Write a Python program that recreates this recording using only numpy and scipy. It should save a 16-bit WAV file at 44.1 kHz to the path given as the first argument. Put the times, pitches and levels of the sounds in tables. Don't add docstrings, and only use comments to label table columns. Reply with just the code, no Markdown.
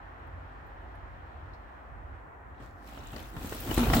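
import sys
import numpy as np
from scipy import signal
from scipy.io import wavfile
from scipy.ndimage import uniform_filter1d

SR = 44100
rng = np.random.default_rng(int(sys.argv[2]) if len(sys.argv) > 2 else 0)


def unload_wav(signal):
    wavfile.write(
        sys.argv[1],
        SR,
        np.round(np.clip(np.atleast_2d(signal).T, -1, 1) * 32767).astype(np.int16),
    )


N = 176400
T = np.arange(N) / SR

# (frequency [Hz], correlation [-1..1])
AIR_LIKENESS = [(60, 0.87), (130, 0.75), (290, 1), (640, 0.15), (1410, 0.23), (3100, 0.19), (15000, 0.0063)]
# (frequency [Hz], correlation [-1..1])
BIKE_LIKENESS = [(60, 0.95), (240, 0.97), (480, 1), (950, 0.27), (1890, 0.01), (7500, 0.038), (15000, 0.19)]
# (frequency [Hz], left minus right [dB])
BIKE_BALANCE = [(500, 0.5), (1000, 0.5), (1900, 2), (3800, 4), (7500, 3), (10000, 14), (12000, -6.5),
                (15000, -3)]


def tyres(far_s=2.65, near_s=3.5, dull_hz=4520, far_treble_db=-14):
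    # (frequency [Hz], relative density [dB])
    roll_spectrum = [(50, -23), (85, -1), (130, 6), (175, -8.5), (260, 4), (400, -5), (650, -6),
                     (1300, -10), (2000, -20), (3500, -23), (6000, -37.5)]
    # (time [s], level [dB])
    roll_level = [(2.5, -79), (2.62, -48), (2.74, -64), (2.9, -54.5), (3.04, -48), (3.1, -59),
                  (3.14, -46.5), (3.22, -47), (3.3, -58.5), (3.38, -46), (3.63, -45), (3.7, -35),
                  (3.765, -40.5), (3.79, -32.5), (3.86, -32), (3.91, -32), (3.96, -30.5), (4, -27)]
    # (frequency [Hz], relative density [dB])
    crunch_spectrum = [(1200, -15), (2200, 3.5), (3300, -1.5), (4600, -1.5), (6600, -2), (7900, 1),
                       (9000, -10), (11500, -1), (13500, -3.5), (15400, 2)]
    # (time [s], level [dB])
    crunch_level = [(2.5, -105), (2.58, -81), (2.63, -58.5), (2.75, -73), (2.855, -60), (2.875, -54),
                    (3.02, -59), (3.2, -51.5), (3.33, -60), (3.44, -48.5), (3.66, -46.5), (3.78, -39.5),
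                    (3.92, -44), (3.95, -34.5), (4, -38.5)]
    lumps = grains(per_s=300, spread_db=2.5, share=.3)
    roll = coloured(lumps, roll_spectrum, BIKE_LIKENESS, flicker_db=2.2, balance=BIKE_BALANCE)
    grit = grains(per_s=650, spread_db=2, share=.55)
    crunch = coloured(grit, crunch_spectrum, BIKE_LIKENESS, flicker_db=1.5, balance=BIKE_BALANCE)
    dull = signal.lfilter(*signal.butter(1, dull_hz, fs=SR), crunch)
    treble_gain = from_db(np.interp(T, [far_s, near_s], [far_treble_db, 0]))
    crunch = dull + (crunch - dull) * treble_gain
    return roll * fader(roll_level) + crunch * fader(crunch_level)


def knocks(clatter_db=-5, clatter_decay_s=.012, right_lag_s=.00012):
    # (time [s], thud pitch [Hz], thud strength [dB], clack strength [dB])
    roots = [(2.603, 256, -39.5, -49.5), (2.858, 257, -41.5, -62), (2.975, 600, -39.5, -42.5),
             (3.132, 138, -36.5, -42), (3.164, 270, -37, -40), (3.344, 170, -40.5, -64),
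             (3.366, 136, -29.5, -39.5), (3.415, 300, -39, -43), (3.446, 233, -28.5, -49),
             (3.523, 396, -28, -35), (3.547, 276, -38, -52), (3.674, 358, -32, -35.5),
             (3.714, 340, -20, -32), (3.778, 308, -13, -22), (3.792, 455, -27, -31), (3.832, 554, -47, -30),
             (3.868, 400, -25, -32), (3.882, 116, -21.5, -35), (3.9, 306, -22, -25), (3.932, 112, -20, -22),
             (3.935, 328, -21, -18.5), (3.966, 407, -17.5, -27)]
    # (frequency [Hz], relative density [dB])
    clatter_spectrum = [(300, -12), (600, 2), (1300, 6), (2000, -5), (3500, -7), (6000, -19), (12000, -22)]
    times, _, _, clack_db = np.transpose(roots)
    body = sum(thud(start, hz, db) for start, hz, db, _ in roots) + frame_clacks(times, clack_db)
    shake = sum(from_db(db + clatter_db) * dying(start, clatter_decay_s) for start, _, _, db in roots)
    rattle = grains(per_s=1300, spread_db=1, share=.43)
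    clatter = coloured(rattle, clatter_spectrum, BIKE_LIKENESS, flicker_db=4.5, balance=BIKE_BALANCE)
    return np.array([body, later(body, right_lag_s)]) + shake * clatter


def thud(start, hz, db, cycles=6.5):
    # (multiple of its pitch, relative level [dB])
    modes = [(.4, -10.5), (1, 2), (1.9, -13)]
    click = np.zeros(N)
    click[int(start * SR)] = from_db(db)
    return sum(from_db(mode_db) * ring(click, hz * k, cycles / (hz * k)) for k, mode_db in modes)


def frame_clacks(times, levels_db, vary_db=3.5):
    # (frequency [Hz], relative level [dB], time to fall 60 dB [s])
    modes = [(747, -8, 0.04), (1140, -12, 0.036), (1340, -3, 0.014), (1956, -7.5, 0.023),
             (3060, -23, 0.024), (3530, -21, 0.019)]
    out = 0
    for k, (hz, db, t60) in enumerate(modes):
        blows_db = levels_db + db + vary_db * rng.standard_normal(len(times))
        clicks = np.zeros(N)
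        clicks[(times * SR).astype(int)] = from_db(blows_db)
        out = out + (-1) ** k * ring(clicks, hz, t60)
    return out


def tread_buzz(sag_hz_per_s=420, db_per_octave=-22):
    # (time [s], length [s], starting pitch [Hz], level [dB])
    buzzes = [(3.787, .066, 257.8, -25), (3.903, 0.026, 251.4, -30), (3.952, 0.038, 255.3, -22)]
    out = np.zeros(N)
    wobble = 1 + .05 * drift(41)
    for start, length, hz, db in buzzes:
        age = np.clip(T - start, 0, length)
        phase = 2 * np.pi * np.cumsum((hz - sag_hz_per_s * age) * wobble * (T > start)) / SR
        swell = np.sqrt(np.abs(np.sin(np.pi * age / length)))
        tone = sum(from_db(db_per_octave * np.log2(k)) * np.cos(k * phase) for k in range(1, 5))
        out += np.sqrt(2) * from_db(db) * swell * tone
    return out


def gravel(pings_per_s=700, spread_db=1.5, low_hz=2420, high_hz=4130, sizes=20, cycles=45):
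    # (time [s], level [dB])
    level = [(2.4, -100), (2.56, -72), (2.83, -100), (2.88, -58.5), (2.96, -62), (3.2, -54.5),
             (3.32, -70.5), (3.42, -57.5), (3.66, -55), (3.8, -42), (4, -48.5)]
    hits = rng.random(N) < pings_per_s / SR
    strength = from_db(spread_db * np.minimum(rng.exponential(1, N), 3))
    clicks = hits * strength * rng.standard_normal((2, N))
    size = rng.integers(0, sizes, N)
    stones = sum(ring(clicks * (size == k), hz, cycles / hz) * panned(at_hz(BIKE_BALANCE, hz))
                 for k, hz in enumerate(np.geomspace(low_hz, high_hz, sizes)))
    return fader(level) * rms_one(stones)


def chain(clicks_per_s=160, t60=.005):
    # (time [s], level [dB])
    level = [(2.5, -110), (2.9, -76), (3.2, -66), (3.35, -82), (3.43, -61), (3.6, -53.5), (4, -45)]
    # (frequency [Hz], relative level [dB], left minus right [dB])
    modes = [(7830, -7, -3), (10800, -6, 11), (11700, -5, -1), (14100, 9, -2), (15800, 4, -17)]
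    clicks = rng.random(N) < clicks_per_s / SR
    links = sum(from_db(db) * panned(pan_db) * ring(clicks * rng.standard_normal((2, N)), hz, t60)
                for hz, db, pan_db in modes)
    return fader(level) * rms_one(links)


def ticks(relative_width=.087, gain_db=-6.5):
    # (time [s], pitch [Hz], relative level [dB], left minus right [dB], decay [s])
    snaps = [(.272, 14100, -63, 3, .008), (.667, 14600, -63.5, 0, .012), (.953, 10900, -64.5, -5, .007),
             (1.534, 4200, -58.5, 4, .018), (1.536, 5140, -65.5, 8, .018), (2.872, 14100, -55, -5, .015),
             (2.989, 5800, -49, 1, 0.0066), (3.072, 7100, -41.5, -2, 0.0026), (3.12, 14100, -46, -9, .004),
             (3.162, 4460, -39.5, 6, 0.0045), (3.288, 10500, -51, -2, 0.0065),
             (3.546, 10900, -38.5, 2, .007), (3.603, 14700, -30, -4, 0.005), (3.607, 10800, -37, 0, 0.0056),
             (3.71, 2920, -28, 5, 0.0046), (3.743, 7900, -25.5, 20, 0.0018), (3.745, 15400, -21, 4, .002),
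             (3.935, 2950, -23, 5.5, 0.0069), (3.947, 15700, -17, -2, 0.0054)]
    out = np.zeros((2, N))
    for start, hz, db, pan_db, decay_s in snaps:
        b, a = signal.iirpeak(hz, 1 / relative_width, fs=SR)
        burst = rng.standard_normal((2, N)) * dying(start, decay_s)
        snap = signal.lfilter(b, a, burst + 1e-18) / np.sqrt(np.pi * hz * relative_width / SR)
        out += from_db(db + gain_db) * panned(pan_db) * snap
    return out


def ground():
    # (frequency [Hz], relative density [dB])
    spectrum = [(35, -2), (55, 7), (80, -12), (150, -15.5)]
    # (time [s], level [dB])
    level = [(3, -86), (3.45, -49), (3.56, -49), (3.69, -37.5), (3.81, -27.5), (3.845, -38), (3.885, -27),
             (3.94, -25), (4, -50)]
    return fader(level) * evened(coloured(white(), spectrum, BIKE_LIKENESS, flicker_db=1))


def trunk_echoes(x, t60=.28, first_echo_s=.012, gain_db=-14, dull_hz=4200):
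    age = T[:SR // 2]
    tail = rng.standard_normal((2, len(age))) * from_db(-60 * age / t60) * (age > first_echo_s)
    tail /= np.sqrt(np.sum(tail ** 2) / 2)
    echoes = signal.fftconvolve(x, tail, axes=1)[:, :N]
    return from_db(gain_db) * butter(echoes, dull_hz, "low")


def wind(right_lag_s=.00039):
    # (frequency [Hz], relative density [dB])
    rush_spectrum = [(150, -9.5), (190, -11.5), (250, -5.5), (370, -7.5), (520, -7.5), (750, -3),
                     (1150, -5), (1850, -9), (2400, -29.5), (3500, -53), (4500, -44)]
    # (time [s], level [dB])
    rush_level = [(0, -49), (1.1, -49.5), (1.75, -50), (2.1, -49.5), (2.7, -51.5), (4, -48)]
    # (frequency [Hz], relative density [dB])
    rustle_spectrum = [(1500, -2.5), (2600, -0.5), (4000, -11.5), (6000, -23.5), (9000, -40), (15000, -29)]
    # (time [s], level [dB])
    rustle_level = [(0, -68), (1.1, -67), (1.6, -68), (2, -73), (2.16, -70), (2.3, -80), (4, -79)]
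    # (frequency [Hz], relative density [dB])
    rumble_spectrum = [(24, -24), (36, -13.5), (49, 6), (65, 1), (85, -6.5), (125, -14.5), (180, -37),
                       (300, -60)]
    # (time [s], level [dB])
    rumble_level = [(0, -47.5), (.14, -52.5), (.35, -45), (.48, -49.5), (1.05, -45.5), (1.27, -50.5),
                    (1.42, -45.5), (1.8, -53.5), (1.92, -46.5), (2.12, -43), (2.3, -56), (2.55, -47),
                    (2.8, -51.5), (3.05, -45.5)]
    rush = fader(rush_level) * coloured(white(), rush_spectrum, AIR_LIKENESS, flicker_db=.78)
    rush = butter(rush, 3000, "low")
    rustle = fader(rustle_level) * coloured(white(), rustle_spectrum, AIR_LIKENESS, flicker_db=.8)
    rumble = evened(coloured(white(), rumble_spectrum, AIR_LIKENESS, flicker_db=2.5))
    left, right = rush + rustle + rumble * fader(rumble_level) * panned(-1.4)
    return np.array([left, later(right, right_lag_s)])


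def drone():
    # (time [s], fundamental [Hz], relative level [dB])
    course = [(0, 45, -61), (.22, 44, -57), (.34, 43.5, -46), (.5, 45, -56), (1.1, 45, -56), (1.5, 43, -53),
              (1.75, 42, -65), (3, 42, -66)]
    # (multiple of the fundamental, relative level [dB])
    harmonics = [(2, 0), (3, -6)]
    hz, db = in_time(course)
    phase = 2 * np.pi * np.cumsum(hz * (1 + .015 * drift(10))) / SR
    return sum(from_db(db + tone_db) * (1.2 + .6 * drift(9)) * np.sin(k * phase)
               for k, tone_db in harmonics)


def hiss(level_db=-83.5):
    # (frequency [Hz], relative density [dB])
    spectrum = [(3000, -11), (6000, -2), (7700, 1), (9000, -6.5), (12000, -5.5), (15500, -2)]
    return from_db(level_db) * coloured(white(), spectrum, AIR_LIKENESS, flicker_db=.5)


def coloured(source, spectrum, likeness, flicker_db, balance=None):
    edges = np.r_[np.geomspace(26, 5600, 21), np.geomspace(5600, 16500, 9)[1:]]
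    out = 0
    for k, (low, high) in enumerate(zip(edges, edges[1:])):
        if high < spectrum[0][0] or low > spectrum[-1][0]:
            continue
        hz = np.sqrt(low * high)
        mid, side = butter(source[k % 2], [low, high], "band")
        alike = np.clip(at_hz(likeness, hz), -1, 1)
        band = np.sqrt(1 + alike) * mid + np.sqrt(1 - alike) * side * [[1], [-1]]
        gain = from_db(at_hz(spectrum, hz) + flicker_db * drift(7.2))
        out = out + gain * panned(at_hz(balance, hz) if balance else 0) * band
    return rms_one(out)


def grains(per_s, spread_db, share):
    sizes = from_db(spread_db * np.minimum(rng.exponential(1, (2, 1, N)), 5))
    clicks = (rng.random((2, 1, N)) < per_s / SR) * sizes * white()
    return np.sqrt(share) * rms_one(clicks) + np.sqrt(1 - share) * white()


def white():
    return rng.standard_normal((2, 2, N))


def drift(hz):
    r = np.exp(-80 * np.pi * hz / SR)
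    slow = signal.lfilter([1], [1, -2 * r, r * r], rng.standard_normal(N // 40 + 2002))[2000:]
    return np.interp(np.arange(N) / 40, np.arange(len(slow)), rms_one(slow))


def ring(clicks, hz, t60):
    r, w = from_db(-60 / (t60 * SR)), 2 * np.pi * hz / SR
    return signal.lfilter([0, np.sin(w)], [1, -2 * r * np.cos(w), r * r], clicks + 1e-18)


def dying(start, decay_s):
    return (T >= start) * np.exp(-np.clip((T - start) / decay_s, 0, 40))


def butter(x, hz, kind):
    return signal.sosfilt(signal.butter(2, hz, kind, fs=SR, output="sos"), x + 1e-18)


def later(x, lag_s):
    return np.interp(T - lag_s, T, x)


def evened(x):
    return x / np.sqrt(uniform_filter1d(np.mean(x ** 2, axis=0), size=3000))


def rms_one(x):
    return x / np.sqrt(np.mean(x ** 2) + 1e-20)


def in_time(rows):
    times, *columns = np.transpose(rows)
    return [np.interp(T, times, column) for column in columns]


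def fader(level):
    return from_db(in_time(level)[0])


def at_hz(points, hz):
    frequencies, values = np.transpose(points)
    return np.interp(np.log(hz), np.log(frequencies), values)


def panned(db):
    return from_db(np.array([[db], [-db]]) / 2)


def from_db(db):
    return 10 ** (np.asarray(db) / 20)


def scene():
    bike = tyres() + gravel() + knocks() + tread_buzz() + chain() + ticks()
    return bike + trunk_echoes(bike) + ground() + wind() + drone() + hiss()


def record(dry, low_cut_hz=28, top_hz=15850):
    top_cut = signal.ellip(12, .2, 80, top_hz, fs=SR, output="sos")
    return signal.sosfilt(top_cut, butter(dry, low_cut_hz, "high"))


dry = scene()
out = record(dry)
unload_wav(out)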